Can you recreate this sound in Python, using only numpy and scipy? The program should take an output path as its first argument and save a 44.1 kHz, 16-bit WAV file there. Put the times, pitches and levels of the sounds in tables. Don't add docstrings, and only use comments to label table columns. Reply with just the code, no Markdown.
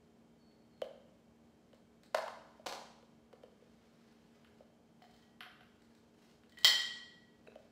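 import sys
import numpy as np
from scipy import signal
from scipy.fft import rfft, irfft, next_fast_len
from scipy.io import wavfile

SR = 44100
rng = np.random.default_rng(int(sys.argv[2]) if len(sys.argv) > 2 else 0)


def dump_mix(stems):
    frames = np.atleast_2d(stems).T
    limited = np.clip(frames, -1, 1)
    pcm = np.round(limited * 32767).astype(np.int16)
    wavfile.write(sys.argv[1], SR, pcm)


N = 340011

# frequency in Hz, level in dB.
HUM_LINES = [(231, -70.5), (307, -78.5), (419, -78.5), (2245, -95.5), (3140, -92)]
# midpoint in seconds, length in seconds, level in dB, bright share from 0 to 1.
ARM_MOVES = [(1.135, 0.18, -88.5, .95), (2.452, 1.2, -81.5, .2), (4.05, 1.6, -79.5, .15),
             (5.14, 0.39, -81.5, .6), (5.85, 0.71, -82, .2), (6.26, 0.3, -76.5, .6), (7.65, 0.92, -82, .2)]
# start in seconds, initial pitch in Hz, level in dB.
RIM_SLIPS = [(0.379, 4450, -81), (.70, 4330, -86)]
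# start in seconds, level in dB, nominal pitch of the air pocket in Hz,
# wet smack in dB relative to the level.
PLOPS = [(.8176, -34.5, 535, -14), (1.731, -59.5, 526, -9), (2.1445, -36.5, 570, -25),
         (2.278, -44, 960, -13), (2.594, -56.5, 597, -22), (3.027, -62.5, 482, -11),
         (3.332, -55, 470, -15.5), (3.4341, -52.5, 490, -15.5), (3.621, -61.5, 484, -19),
         (4.604, -56, 545, -22), (7.468, -59.5, 598, -13), (7.480, -53.5, 440, -29),
         (7.556, -49.5, 567, -16.5)]
# start in seconds, level in dB, ring in dB relative to the level,
# frequency in Hz above which the modes are only weakly excited.
CLINKS = [(5.022, -68.5, -5, 9000), (5.04, -79, 2, 9000), (5.14, -72, -3, 4500), (5.224, -75.5, 5.5, 3800),
          (5.406, -69, 9.5, 5950), (6.522, -69.5, 10.5, 2360), (6.573, -66.5, 26, 2080),
          (6.634, -54.5, 4, 3175), (6.6461, -21.7, -2, 18000), (6.6478, -27, -12.5, 18540),
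          (6.6507, -27.5, -22, 18100)]
# frequency in Hz, relative level in dB, time to fall 60 dB in seconds.
BOWL_MODES = [(1921, -4, .9), (2030, -12, .65), (2422, -20, .6), (3055, 0, .66), (3105, -3.5, .62),
              (3190, -7, .6), (3245, -9, .62), (3354, -13, .6), (3440, -15, .65), (3620, -14, .65),
              (3760, -13, .62), (4254, -6.5, .68), (4338, -6, .72), (5058, -8, .6), (5216, -9, .62),
              (5770, -13, .66), (5812, -19, .6), (7190, -18, .55), (7345, -19, .52), (9878, -25, .45),
              (14300, -20, .3)]

# start in seconds, level in dB.
GLOVE_TICKS = [(1.745, -75), (2.034, -65.5), (4.543, -80), (5.11, -74), (5.163, -74), (5.82, -73.5),
               (5.95, -72.5), (6.495, -69.5), (6.586, -57)]
LUMP_BURSTS = [(2.1455, -36.5), (2.1476, -31.5), (2.280, -49), (3.329, -61.5), (3.4355, -67)]
LID_KNOCKS = [(2.6602, -50.5), (2.6632, -42.5), (2.6675, -39), (2.686, -55), (2.7245, -44.5),
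              (2.734, -51.5)]
UTENSIL_KNOCKS = [(4.446, -66), (5.021, -76), (5.4065, -48), (5.424, -55), (5.608, -64.5), (5.632, -70),
                  (6.435, -71)]
JAR_NUDGES = [(5.019, -59), (5.041, -60.5), (5.095, -67.5), (5.41, -60.5), (5.462, -58.5), (5.61, -64)]
SPATULA_TAPS = [(7.4735, -59.5), (7.519, -67.5)]

# frequency in Hz, relative spectral density in dB.
AIR_SPECTRUM = [(10, -58.5), (25, -38.5), (40, -24), (60, -6.5), (100, -9), (160, -4), (210, -2), (280, -9),
                (450, -9.5), (700, -13), (1000, -20), (2000, -30), (4000, -34.5), (7500, -35),
                (9500, -41.5), (14000, -44), (15500, -52)]
CLOTH_SPECTRUM = [(300, -2.5), (1400, 5), (3500, -0.5), (5500, -4.5), (8000, -14), (11000, -20),
                  (15000, -21.5)]
SMACK_SPECTRUM = [(200, -16), (450, -2), (750, -8), (1300, 0), (2600, -7), (3050, 5.5), (3450, -6),
                  (4400, -9.5), (5200, -16), (8000, -21.5), (15000, -27)]
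GLOVE_SPECTRUM = [(500, -10), (1800, 1.5), (3000, -8.5), (4000, 3.5), (6000, -10), (8000, -5),
                  (10500, -17.5), (15000, -15.5)]
SPLASH_SPECTRUM = [(200, -57), (400, -6.5), (620, 3.5), (1050, -1), (1800, -7.5), (2700, -16), (3500, -17),
                   (4700, -15.5), (5600, -22), (8000, -27.5), (15000, -36.5)]
LID_SPECTRUM = [(120, -19), (300, -6), (600, 5.5), (1050, 2.5), (1700, -8.5), (2600, -8.5), (4500, -6.5),
                (6500, -13), (9000, -21), (15000, -27.5)]
HANDLE_SPECTRUM = [(300, -29.5), (800, -15), (1200, 2.5), (1500, 4), (2300, -3.5), (3100, 1), (4500, -14),
                   (5800, -19.5), (6500, -34), (10400, -27.5), (11150, -14.5), (12300, -25), (14000, -29.5)]
JAR_SPECTRUM = [(200, -39), (550, -11), (660, -7), (725, 6.5), (800, -8.5), (1000, -19), (2000, -15),
                (6000, -49), (15000, -53)]
GLASS_SPECTRUM = [(120, -54.5), (250, -22), (750, -19.5), (1250, -13), (1650, -17.5), (1960, -2),
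                  (2250, -15.5), (2830, -12.5), (3120, 6), (3450, -6.5), (4250, -3), (4700, -9.5),
                  (5100, -6.5), (6150, -21), (7350, -14), (9000, -25.5), (12800, -28), (14300, -17.5),
                  (15800, -17.5)]
BLADE_SPECTRUM = [(400, -9), (1200, -3), (1550, 7), (2100, -8), (2650, 11), (3200, -38), (3950, 4.5),
                  (4500, -29), (8000, -23), (15000, -32)]

# frequency in Hz, time to fall 60 dB in seconds.
ROOM_DECAY = [(200, 0.63), (550, 0.7), (1100, 0.83), (2500, 0.72), (4500, 0.73), (8000, 0.69),
              (14000, 0.39)]
# delay in seconds, gain in dB.
ROOM_ECHOES = [(0.0142, -20.5), (.0255, -9.5), (.034, -15), (.045, -17.5)]


def amp(db):
    return 10 ** (np.asarray(db) / 20)


def unit(x):
    return x / np.sqrt(np.mean(x ** 2) + 1e-20)


def unit_energy(x):
    return x / np.sqrt(np.sum(x ** 2) / (.01 * SR) + 1e-20)


def curve_at(points, hz):
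    table_hz, value = np.transpose(points)
    return np.interp(np.log(hz + 1), np.log(table_hz + 1), value)


def add(mix, start_s, sound):
    part = mix[round(start_s * SR):][:len(sound)]
    part += sound[:len(part)]


def noise(spectrum):
    size = next_fast_len(N, True)
    gain = amp(curve_at(spectrum, np.fft.rfftfreq(size, 1 / SR)))
    return unit(irfft(rfft(rng.standard_normal(size)) * gain, size)[:N])


def drift(hz):
    position = np.arange(N) / SR * hz * 2
    return unit(np.interp(position, np.arange(4096), rng.standard_normal(4096)))


def contact(spectrum, scuff_s, size=4096):
    force = np.fft.fft(rng.standard_normal(size) * np.exp(-np.arange(size) / SR / scuff_s))
    target = amp(curve_at(spectrum, abs(np.fft.fftfreq(size, 1 / SR))))
    log_gain = np.log(target / (abs(force) + 1e-9))
    body = np.exp(np.conj(signal.hilbert(log_gain)))
    return unit_energy(np.fft.ifft(force * body).real[:size // 2])


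def knocks(rows, spectrum, scuff_s):
    out = np.zeros(N)
    for start_s, db, *_ in rows:
        add(out, start_s, amp(db) * contact(spectrum, scuff_s))
    return out


def fridge(waver_hz=1.2, flutter_db=-1.0, air_db=-68):
    hum = np.zeros(N)
    for hz, db in HUM_LINES:
        gain = amp(db + flutter_db * drift(6.2))
        cycles = np.cumsum(hz + waver_hz * drift(4.88)) / SR
        hum += gain * unit(np.sin(2 * np.pi * cycles))
    return hum + amp(air_db) * noise(AIR_SPECTRUM)


def rustle(still_db=-86, grain_db=3):
    t = np.arange(N) / SR
    cloth = noise(CLOTH_SPECTRUM)
    swish = unit(np.gradient(noise(CLOTH_SPECTRUM)))
    dull_power, bright_power = amp(still_db) ** 2, 0
    for middle_s, length_s, db, bright_share in ARM_MOVES:
        power = (amp(db) * np.cos(np.pi * np.clip((t - middle_s) / length_s, -.5, .5))) ** 2
        dull_power += (1 - bright_share) * power
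        bright_power += bright_share * power
    grain = unit(amp(grain_db * drift(70)))
    return (np.sqrt(dull_power) * cloth + np.sqrt(bright_power) * swish) * grain


def rim_squeaks(rise_s=.06, sag=.02, wobble=.01):
    out, age = np.zeros(N), np.arange(N) / SR / rise_s
    for start_s, hz, db in RIM_SLIPS:
        pitch_hz = hz * (1 - sag * age / (1 + age) + wobble * drift(120))
        tone = unit(np.sin(2 * np.pi * np.cumsum(pitch_hz) / SR))
        add(out, start_s, amp(db) * age * np.exp(1 - age) * tone)
    return out


def plops(lag_s=0.002735, swell_s=0.0028, t60_s=0.02, sag=0.2, sag_s=0.0039):
    out, t = np.zeros(N), np.arange(SR // 8) / SR
    envelope = (1 - np.exp(-t / swell_s)) * amp(-60 * t / t60_s)
    for start_s, db, hz, smack_db in PLOPS + trailing_lumps():
        cycles = np.cumsum(hz * (0.953 + sag * np.exp(-t / sag_s))) / SR
        pocket = unit_energy(np.sin(2 * np.pi * cycles) * envelope)
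        add(out, start_s, amp(db + smack_db) * contact(SMACK_SPECTRUM, scuff_s=0.003))
        add(out, start_s + lag_s, amp(db) * pocket)
    return out


def glove_ticks():
    return knocks(GLOVE_TICKS, GLOVE_SPECTRUM, scuff_s=0.0071)


def splats(trail_offset_db=-2):
    trail = [(start_s, db + trail_offset_db) for start_s, db, *_ in trailing_lumps()]
    return knocks(LUMP_BURSTS + trail, SPLASH_SPECTRUM, scuff_s=0.00327)


def trailing_lumps(start_s=2.184, gap_s=0.039, db=-43, step_db=-4.5, hz=720, step_hz=70, smack_db=-16):
    return [(start_s + k * gap_s, db + k * step_db, hz + k * step_hz, smack_db) for k in range(5)]


def lid():
    return knocks(LID_KNOCKS, LID_SPECTRUM, scuff_s=0.0054)


def utensils():
    return knocks(UTENSIL_KNOCKS, HANDLE_SPECTRUM, scuff_s=0.0059)


def jar_nudges():
    return knocks(JAR_NUDGES, JAR_SPECTRUM, scuff_s=0.0042)


def glass_clinks():
    return knocks(CLINKS, GLASS_SPECTRUM, scuff_s=0.0057)


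def bowl_ring(split_hz=12, twin_db=-6):
    out, t = np.zeros(N), np.arange(SR) / SR
    hz, mode_db, t60_s = np.transpose(BOWL_MODES)[:, :, None]
    envelopes = amp(mode_db) / np.linalg.norm(amp(mode_db)) * amp(-60 * t / t60_s)
    twin_hz = hz + split_hz * rng.uniform(0.73, 1.6, hz.shape)
    modes = envelopes * (np.exp(2j * np.pi * hz * t) + amp(twin_db) * np.exp(2j * np.pi * twin_hz * t))
    for start_s, db, ring_db, cutoff_hz in CLINKS:
        excitation = 1 / (1 + (hz[:, 0] / cutoff_hz) ** 4)
        phasors = np.exp(2j * np.pi * rng.random(len(hz)))
        add(out, start_s, amp(db + ring_db) * ((excitation * phasors) @ modes).real)
    return out


def spatula_taps():
    return knocks(SPATULA_TAPS, BLADE_SPECTRUM, scuff_s=0.0046)


def kitchen_response(tail_db=-3.5, build_s=0.0036):
    hz, t, spectra = signal.stft(rng.standard_normal(SR), SR, nperseg=256)
    decay = amp(-60 * t / curve_at(ROOM_DECAY, hz)[:, None])
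    tail = signal.istft(spectra * decay, SR, nperseg=256)[1][:SR]
    tail *= 1 - np.exp(-(np.arange(SR) / SR / build_s) ** 2)
    tail *= amp(tail_db) / np.linalg.norm(tail)
    for delay_s, db in ROOM_ECHOES:
        add(tail, delay_s, amp([db]))
    return tail


def scene(jar_wet_db=-4, splat_wet_db=-1, glass_wet_db=2.0, ring_wet_db=-10, counter_wet_db=2):
    clinks = glass_clinks()
    counter = lid() + utensils()
    hands = rustle() + rim_squeaks() + glove_ticks()
    jar = plops() + spatula_taps() + jar_nudges()
    sources = [(jar, jar_wet_db), (splats(), splat_wet_db), (clinks, glass_wet_db),
               (bowl_ring(), ring_wet_db), (counter + hands, counter_wet_db)]
    direct = sum(sound for sound, _ in sources)
    into_room = sum(amp(wet_db) * sound for sound, wet_db in sources)
    reverberation = signal.fftconvolve(into_room, kitchen_response())[:N]
    return (direct + reverberation + fridge())[None]


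def record(dry, cutoff_hz=15700):
    lowpass = signal.firwin(511, cutoff_hz, window=("kaiser", 9), fs=SR)
    return signal.oaconvolve(dry, lowpass[None], "same")


dry = scene()
out = record(dry)
dump_mix(out)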